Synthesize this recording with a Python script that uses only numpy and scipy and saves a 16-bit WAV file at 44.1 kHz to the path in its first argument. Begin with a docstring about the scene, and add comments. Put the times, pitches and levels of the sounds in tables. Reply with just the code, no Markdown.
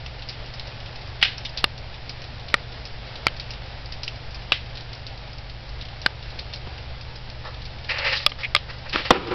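"""Light rain in a garden, heard from a window: fine drops hiss on leaves and paving over a low machine hum.
Fat drips splash nearby, each an impact and a thinning shower of droplets.
Some strike a camera's casing, which cracks and rings hard enough to overload the microphone.
Near the end a hand slides over the casing, squeaks, bumps it and shifts its grip."""
import sys
import numpy as np
from scipy.fft import rfft, irfft, next_fast_len
from scipy.io import wavfile
from scipy.ndimage import map_coordinates

SR = 44100
rng = np.random.default_rng(int(sys.argv[2]) if len(sys.argv) > 2 else 0)


def log_audio(samples):
    """Write samples as a 16-bit WAV file to the path given in sys.argv[1]."""
    # one column per channel
    frames = np.atleast_2d(samples).T
    # limit to full scale, then quantise
    limited = np.clip(frames, -1, 1)
    pcm = np.round(limited * 32767).astype(np.int16)
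    wavfile.write(sys.argv[1], SR, pcm)


N = 411894


def amp(db):
    """Decibels to gain."""
    return 10 ** (np.asarray(db) / 20)


def unit(x):
    """Scale to rms 1."""
    return x / np.sqrt(np.mean(x ** 2) + 1e-20)


def fade(t, t60):
    """Exponential decay, 60 dB down after t60 seconds."""
    return np.exp(-np.log(1000) * t / t60)


def add(track, start, sound):
    """Mix a sound into the track at start seconds."""
    part = track[max(round(start * SR), 0):][:len(sound)]
    part += sound[:len(part)]


def wobble(rate):
    """A smooth random curve, rate knots a second."""
    knots = rng.standard_normal(int(N * rate / SR) + 4)
    return map_coordinates(knots, [np.arange(N) * rate / SR])


def filtered(x, response):
    """Filter x by a gain given as a function of Hz."""
    size = next_fast_len(len(x) + SR // 10)
    return irfft(rfft(x, size) * response(np.fft.rfftfreq(size, 1 / SR)), size)[:len(x)]


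def coloured(x, points):
    """Shape x with an EQ curve of (Hz, dB) points on a log frequency axis."""
    hz, db = np.transpose(points)
    return filtered(x, lambda f: amp(np.interp(np.log(f + 1), np.log(hz), db)))


def resonant(x, modes):
    """Pass x through (Hz, width in Hz, dB) resonances with dark valleys between them."""
    def peak(f, hz, width):
        return (f * width) ** 2 / ((hz * hz - f * f) ** 2 + (f * width) ** 2)
    return filtered(x, lambda f: sum(amp(db) * peak(f, hz, width) for hz, width, db in modes))


def noise(points, size=N):
    """Coloured noise of rms 1."""
    return unit(coloured(rng.standard_normal(size), points))


def grains(rate, scatter_db, size=N):
    """Tiny random impacts of scattered strength, about rate a second, at rms 1."""
    struck = rng.random(size) < rate / SR
    polarity = rng.choice([-1, 1], size)
    strength = amp(scatter_db * np.clip(rng.standard_normal(size), -2, 2))
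    return unit(struck * polarity * strength)


def ring(hz, t):
    """The sine of a struck mode, swinging either way first."""
    return rng.choice([-1, 1]) * np.sin(2 * np.pi * hz * t)


def hum(rumble_db=-36.0):
    """Distant machinery: wavering low tones in a rumble."""
    # Machine tones. Each row: pitch in Hz, level in dB, phase waver in radians.
    partials = [(48.7, -41.5, 0.44), (74, -50, 1), (120.8, -39, 0.28), (145.5, -49, 0.54)]
    # Colour of the rumble. Each row: frequency in Hz, relative level in dB.
    rumble = [(12, 0), (25, -8.5), (34, -9.5), (48, -1), (61, -5), (75, -1), (87, -12.5), (105, -4),
              (132, -17.5), (165, -16.5), (230, -24), (350, -34)]
    t = np.arange(N) / SR
    tones = sum(amp(db) * np.sin(2 * np.pi * hz * t + waver * wobble(2.6)) for hz, db, waver in partials)
    return tones + amp(rumble_db) * noise(rumble)


def friction_envelope(pushes, attack_s=0.012, release_t60=0.18):
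    """Friction builds, holds and dies away with each push of (start in s, length in s, dB)."""
    t = np.arange(N) / SR
    envelopes = []
    for start, length, db in pushes:
        attack = np.clip((t - start) / attack_s, 0, 1)
        release = fade(np.maximum(t - start - length, 0), release_t60)
        envelopes.append(amp(db) * attack * release)
    return np.linalg.norm(envelopes, axis=0)


def hand_slide(stick_db=1.6):
    """Skin catches and slips on the casing: a hollow rub, a harder scrape and a fine hiss."""
    # Hand strokes. Each row: start and length in seconds, then rub, scrape and hiss levels in dB.
    strokes = [(7.439, 0.041, -34, -52, -39), (7.886, 0.029, -32, -23, -24),
               (7.934, 0.13, -33, -28.5, -33.5), (8.037, 0.046, -28.5, -23, -24),
               (8.086, 0.035, -37, -26, -25), (8.119, 0.021, -29, -22, -20.5),
               (8.145, 0.032, -54, -44, -21), (8.192, 0.045, -44.5, -39, -32),
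               (8.378, 0.046, -42, -41.5, -36), (8.679, 0.027, -36.5, -39.5, -33.5),
               (8.85, 0.016, -38.5, -43, -51), (8.921, 0.078, -33, -31.5, -31),
               (9.043, .014, -36, -31, -28), (9.122, 0.027, -32, -34, -35)]
    # Hollow modes of the rubbed casing. Each row: centre in Hz, width in Hz, relative level in dB.
    hollow_modes = [(539, 113, 5.5), (858, 80, 3), (1245, 390, 1), (1785, 250, -5)]
    # Its modes under a harder scrape. Each row: centre in Hz, width in Hz, relative level in dB.
    scrape_modes = [(1840, 240, -3), (2210, 790, -2), (2730, 460, -1.5)]
    # Hiss of sliding skin. Each row: frequency in Hz, relative level in dB.
    skin_colour = [(1200, -33), (2800, -7), (3500, -3), (4100, -0.5), (4800, -0.5), (5600, -7)]
    starts, lengths, *levels = np.transpose(strokes)
    rub_env, scrape_env, hiss_env = [friction_envelope(zip(starts, lengths, db)) for db in levels]
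    slips = grains(5000, scatter_db=2.0)
    rub = rub_env * unit(resonant(slips, hollow_modes))
    scrape = scrape_env * unit(resonant(slips, scrape_modes))
    hiss = hiss_env * noise(skin_colour)
    return amp(stick_db * wobble(70)) * (rub + scrape + hiss)


def finger_squeak(t60=0.047, attack_s=0.001):
    """A fingertip sticks and lets go a few times in quick succession."""
    # Fingertip catches. Each row: start in seconds, level in dB.
    catches = [(8.433, -17.5), (8.438, -19.5), (8.447, -15)]
    # Resonances of a squeak. Each row: centre in Hz, width in Hz, relative level in dB.
    modes = [(2330, 460, 0), (2700, 5300, -21)]
    out, t = np.zeros(N), np.arange(SR // 8) / SR
    for start, db in catches:
        squeak = unit(resonant(rng.standard_normal(len(t)), modes))
        add(out, start, amp(db) * squeak * fade(t, t60) * (1 - np.exp(-t / attack_s)))
    return out


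def palm(bump_db=-4, judder_db=3.5):
    """The palm drags dully on the casing and bumps it."""
    # Presses of the palm. Each row: start in seconds, length in seconds, level in dB.
    presses = [(8.93, 0.057, -35.5), (9.108, 0.032, -24), (9.15, 0.17, -33), (9.302, 0.052, -23)]
    # Dull modes of the held casing. Each row: centre in Hz, width in Hz, relative level in dB.
    held_modes = [(180, 100, -2.5), (304, 45, 4.5), (362, 60, 4), (480, 50, 1.5), (774, 76, -4.5),
                  (980, 60, -3.5), (1260, 260, -3.5), (1740, 120, -21), (2600, 1700, -13.5)]
    # Knocks of the hand. Each row: start in seconds, relative level in dB, t60 in seconds.
    bumps = [(6.671, -27, 0.054), (9.1056, 11, 0.037), (9.130, -21, 0.049), (9.311, -19.5, 0.072)]
    knock_colour = [(50, -16), (175, 1.5), (255, -4), (350, -1), (480, 5), (680, -5), (960, 0),
                    (1300, -3), (1700, -14.5), (3300, -10.5), (5500, -27.0)]
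    drag = friction_envelope(presses) * amp(judder_db * wobble(50))
    out = drag * unit(resonant(rng.standard_normal(N), held_modes))
    t = np.arange(SR // 5) / SR
    attack = 1 - np.exp(-t / 0.00046)
    for start, db, t60 in bumps:
        add(out, start, amp(db + bump_db) * noise(knock_colour, len(t)) * attack * fade(t, t60))
    return out


def casing_ring(t):
    """The casing's modes, struck at slightly different strengths each time."""
    # Casing modes. Each row: pitch in Hz, relative level in dB, t60 in seconds.
    modes = [(583, -22.5, 0.053), (1215, -7.5, 0.028), (1510, -29.5, 0.041), (1760, -18.5, 0.012),
             (2370, -7, 0.0175), (3340, -25, 0.0047), (4460, -10.5, 0.0089), (5124, -9, 0.014)]
    return sum(amp(db + rng.normal(0, 0.53)) * ring(hz, t) * fade(t, t60) for hz, db, t60 in modes)


def casing_taps(crack_db=-8, snap_db=-2, ring_db=-4.0, second_db=-3.5, thud_db=2, t60=0.018):
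    """A drip hits hard: a crack, a bright snap, a very short ring and a push of air on the microphone."""
    # Hits on and beside the casing. Each row: start in seconds, level in dB, main and second ring
    # in Hz (they depend on the spot struck), then trims in dB for snap, casing ring and thud.
    hits = [(1.2268, 3.5, 3000, 2390, -16, -14.5, -26), (1.2552, -8, 2530, 1880, -15, -26, -30),
            (1.6417, 2.5, 2800, 3560, 1.5, -8, -11), (2.5414, 2.5, 1886, 1390, -0.5, -3, -11),
            (3.2680, 1, 2260, 1340, 2.5, -13, -8), (3.2824, -14, 3080, 2120, -5, -17, -26),
            (4.5202, 2.5, 2640, 2910, -8, -14, -15), (4.5268, -7.5, 3840, 2980, -5, -28, -30),
            (6.062, 3, 1550, 2976, -4.5, -12, -12), (8.2637, 4, 3370, 2800, 1.5, -3, -22),
            (8.3188, -15.5, 3120, 2120, -2, -7, -20), (8.5494, 2, 2120, 3350, -3, -0.5, -33),
            (8.5632, -3, 3310, 3670, -10.5, -6, -40), (8.9592, -6, 1230, 1320, -24, -22, -6)]
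    crack_colour = [(200, -11.5), (500, -3.0), (900, -8.0), (2500, 7.0), (5300, -3.5), (7000, -23.5)]
    snap_colour = [(3000, -26), (4200, 0.5), (5300, -10.5), (7000, -18.0)]
    out, t = np.zeros(N), np.arange(SR // 8) / SR
    attack = 1 - np.exp(-t / 0.00039)
    push_time = t / 0.00044
    air_push = -2 * (1 - push_time) * np.exp(-push_time)
    for start, db, main_hz, second_hz, snap_trim, casing_trim, thud_trim in hits:
        crack = amp(crack_db) * noise(crack_colour, len(t))
        snap = amp(snap_db + snap_trim) * noise(snap_colour, len(t)) * fade(t, 0.015)
        tones = amp(ring_db) * (ring(main_hz, t) + amp(second_db) * ring(second_hz, t))
        body = (crack + snap + tones) * fade(t, t60) + amp(casing_trim) * casing_ring(t)
        thud = amp(thud_db + thud_trim) * air_push
        add(out, start, amp(db) * (body * attack + thud))
    return out


def splash(colour, t60, impact_db, droplets_per_s=9000, impact_t60=0.035):
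    """Water bursts: a brief impact, then a shower of droplets that dies away."""
    t = np.arange(SR // 3) / SR
    droplets = unit(coloured(grains(droplets_per_s, scatter_db=3, size=len(t)), colour))
    return droplets * (fade(t, t60) + amp(impact_db) * fade(t, impact_t60))


def drip(hz, variety=0.5, splat_db=-13.5):
    """Bright spray peaking at hz over a lower splat; by chance a crisp tick or a fine crackle."""
    # Colour of the splat. Each row: frequency in Hz, relative level in dB.
    splat_colour = [(200, -20), (600, -9.5), (1500, -15), (2700, 2.5), (4000, -16.5), (6000, -25.5)]
    spray_colour = [(hz / 6, -35), (hz / 1.6, -17), (hz / 1.31, -7), (hz, 0), (hz * 1.32, -7)]
    fineness, softness = np.exp(variety * np.clip(rng.standard_normal(2), -1.5, 1.5))
    shape = dict(t60=0.18, impact_db=11, droplets_per_s=4500 * fineness, impact_t60=0.04 * softness)
    return splash(spray_colour, **shape) + amp(splat_db) * splash(splat_colour, **shape)


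def drips(near_db=-9.0, patter_db=-47, patter_range_db=7, patter_count=70):
    """Single drips nearby, close bursts, and a faint random patter on farther leaves."""
    # Drips on sill and leaves. Each row: start in seconds, relative level in dB, spray peak in Hz.
    near_drips = [(0.0618, -28, 2660), (0.2223, -30, 3720), (0.2885, -24, 4770), (0.5386, -28.5, 5340),
                  (0.5963, -25, 4050), (0.8026, -31, 3290), (0.957, -30, 4860), (1.3803, -26, 5350),
                  (1.4501, -21.5, 3660), (1.5738, -19.5, 4240), (2.094, -25.5, 4960), (2.2186, -27.5, 5320),
                  (2.4844, -28.5, 3980), (2.853, -26, 5070), (3.1567, -26, 4000), (3.398, -26.5, 4430),
                  (3.506, -27.5, 5370), (3.9218, -21, 4860), (4.0332, -21, 5300), (4.0788, -20.5, 3100),
                  (4.345, -27.5, 4860), (4.7723, -27.5, 4330), (4.9305, -28.5, 4480), (5.0669, -27, 4900),
                  (5.8117, -28.5, 3660), (6.017, -26.5, 5160), (6.3895, -25, 4270), (6.5356, -20.5, 4220),
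                  (7.653, -30.5, 4400), (7.8451, -26, 3940), (7.9841, -19, 4080), (8.8957, -24, 4400)]
    # Drips bursting beside the microphone. Each row: start in seconds, spray level in dB, t60 in seconds.
    bursts = [(1.2144, -23, .1), (1.228, -9.5, 0.12), (1.249, -20, 0.33), (4.52, -19, 0.24),
              (8.564, -29, 0.21), (8.9298, -23, 0.68)]
    # Colour of that close spray. Each row: frequency in Hz, relative level in dB.
    burst_colour = [(250, -32), (900, -20), (1600, -4), (2900, 2.5), (3900, -0.5), (5600, -9)]
    out = np.zeros(N)
    for start, db, hz in near_drips:
        add(out, start, amp(db + near_db) * drip(hz))
    for start, db, t60 in bursts:
        add(out, start, amp(db) * splash(burst_colour, t60, impact_db=-3.5))
    for slot, (offset, strength, brightness) in enumerate(rng.random((patter_count, 3))):
        start = (slot + offset) / patter_count * N / SR
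        add(out, start, amp(patter_db + patter_range_db * strength) * drip(2600 + 2700 * brightness))
    return out


def rain(level_db=-43, drift_db=0.88, far_db=1.5, near_db=-7, flutter_db=1.0):
    """Countless far drops merge into a hiss; nearer ones tick through it."""
    # Colour of steady rain. Each row: frequency in Hz, relative level in dB.
    colour = [(120, -30), (200, -7), (253, -1), (283, -5), (349, -3.5), (385, -3.5), (546, 1), (682, 0.5),
              (841, 0.5), (1070, -6.5), (1740, -4.5), (2020, -4.5), (4610, -7), (5220, -9), (5600, -11.5),
              (7280, -34), (12300, -120)]
    far = amp(far_db + flutter_db * wobble(15)) * noise(colour)
    near_gain = amp(near_db + 0.68 * wobble(6.5))
    near = near_gain * unit(coloured(grains(1400, scatter_db=14), colour))
    return amp(level_db + drift_db * wobble(1.4)) * (far + near)


def scene():
    """The wet garden and the hand on the casing, in mono."""
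    return (rain() + hum() + drips() + casing_taps() + hand_slide() + finger_squeak() + palm())[None]


def record(dry, ceiling=0.72, harshness_db=-5.5, top_hz=16600):
    """A narrow-band microphone whose loudest peaks clip flat; the clipping's harsh top is softened."""
    # The microphone's treble roll-off. Each row: frequency in Hz, gain in dB.
    roll_off = [(5100, -2), (5500, -5.5), (5800, -13), (6100, -25), (6400, -53), (6800, -78.5)]
    sound = coloured(dry[0], roll_off)
    clipped = sound / (1 + np.abs(sound / ceiling) ** 10) ** (1 / 10)
    softened = coloured(clipped, [(5800, 0.0064), (7000, harshness_db)])
    return filtered(softened, lambda hz: np.clip((top_hz - hz) / 500, 0, 1))[None]


dry = scene()
out = record(dry)
log_audio(out)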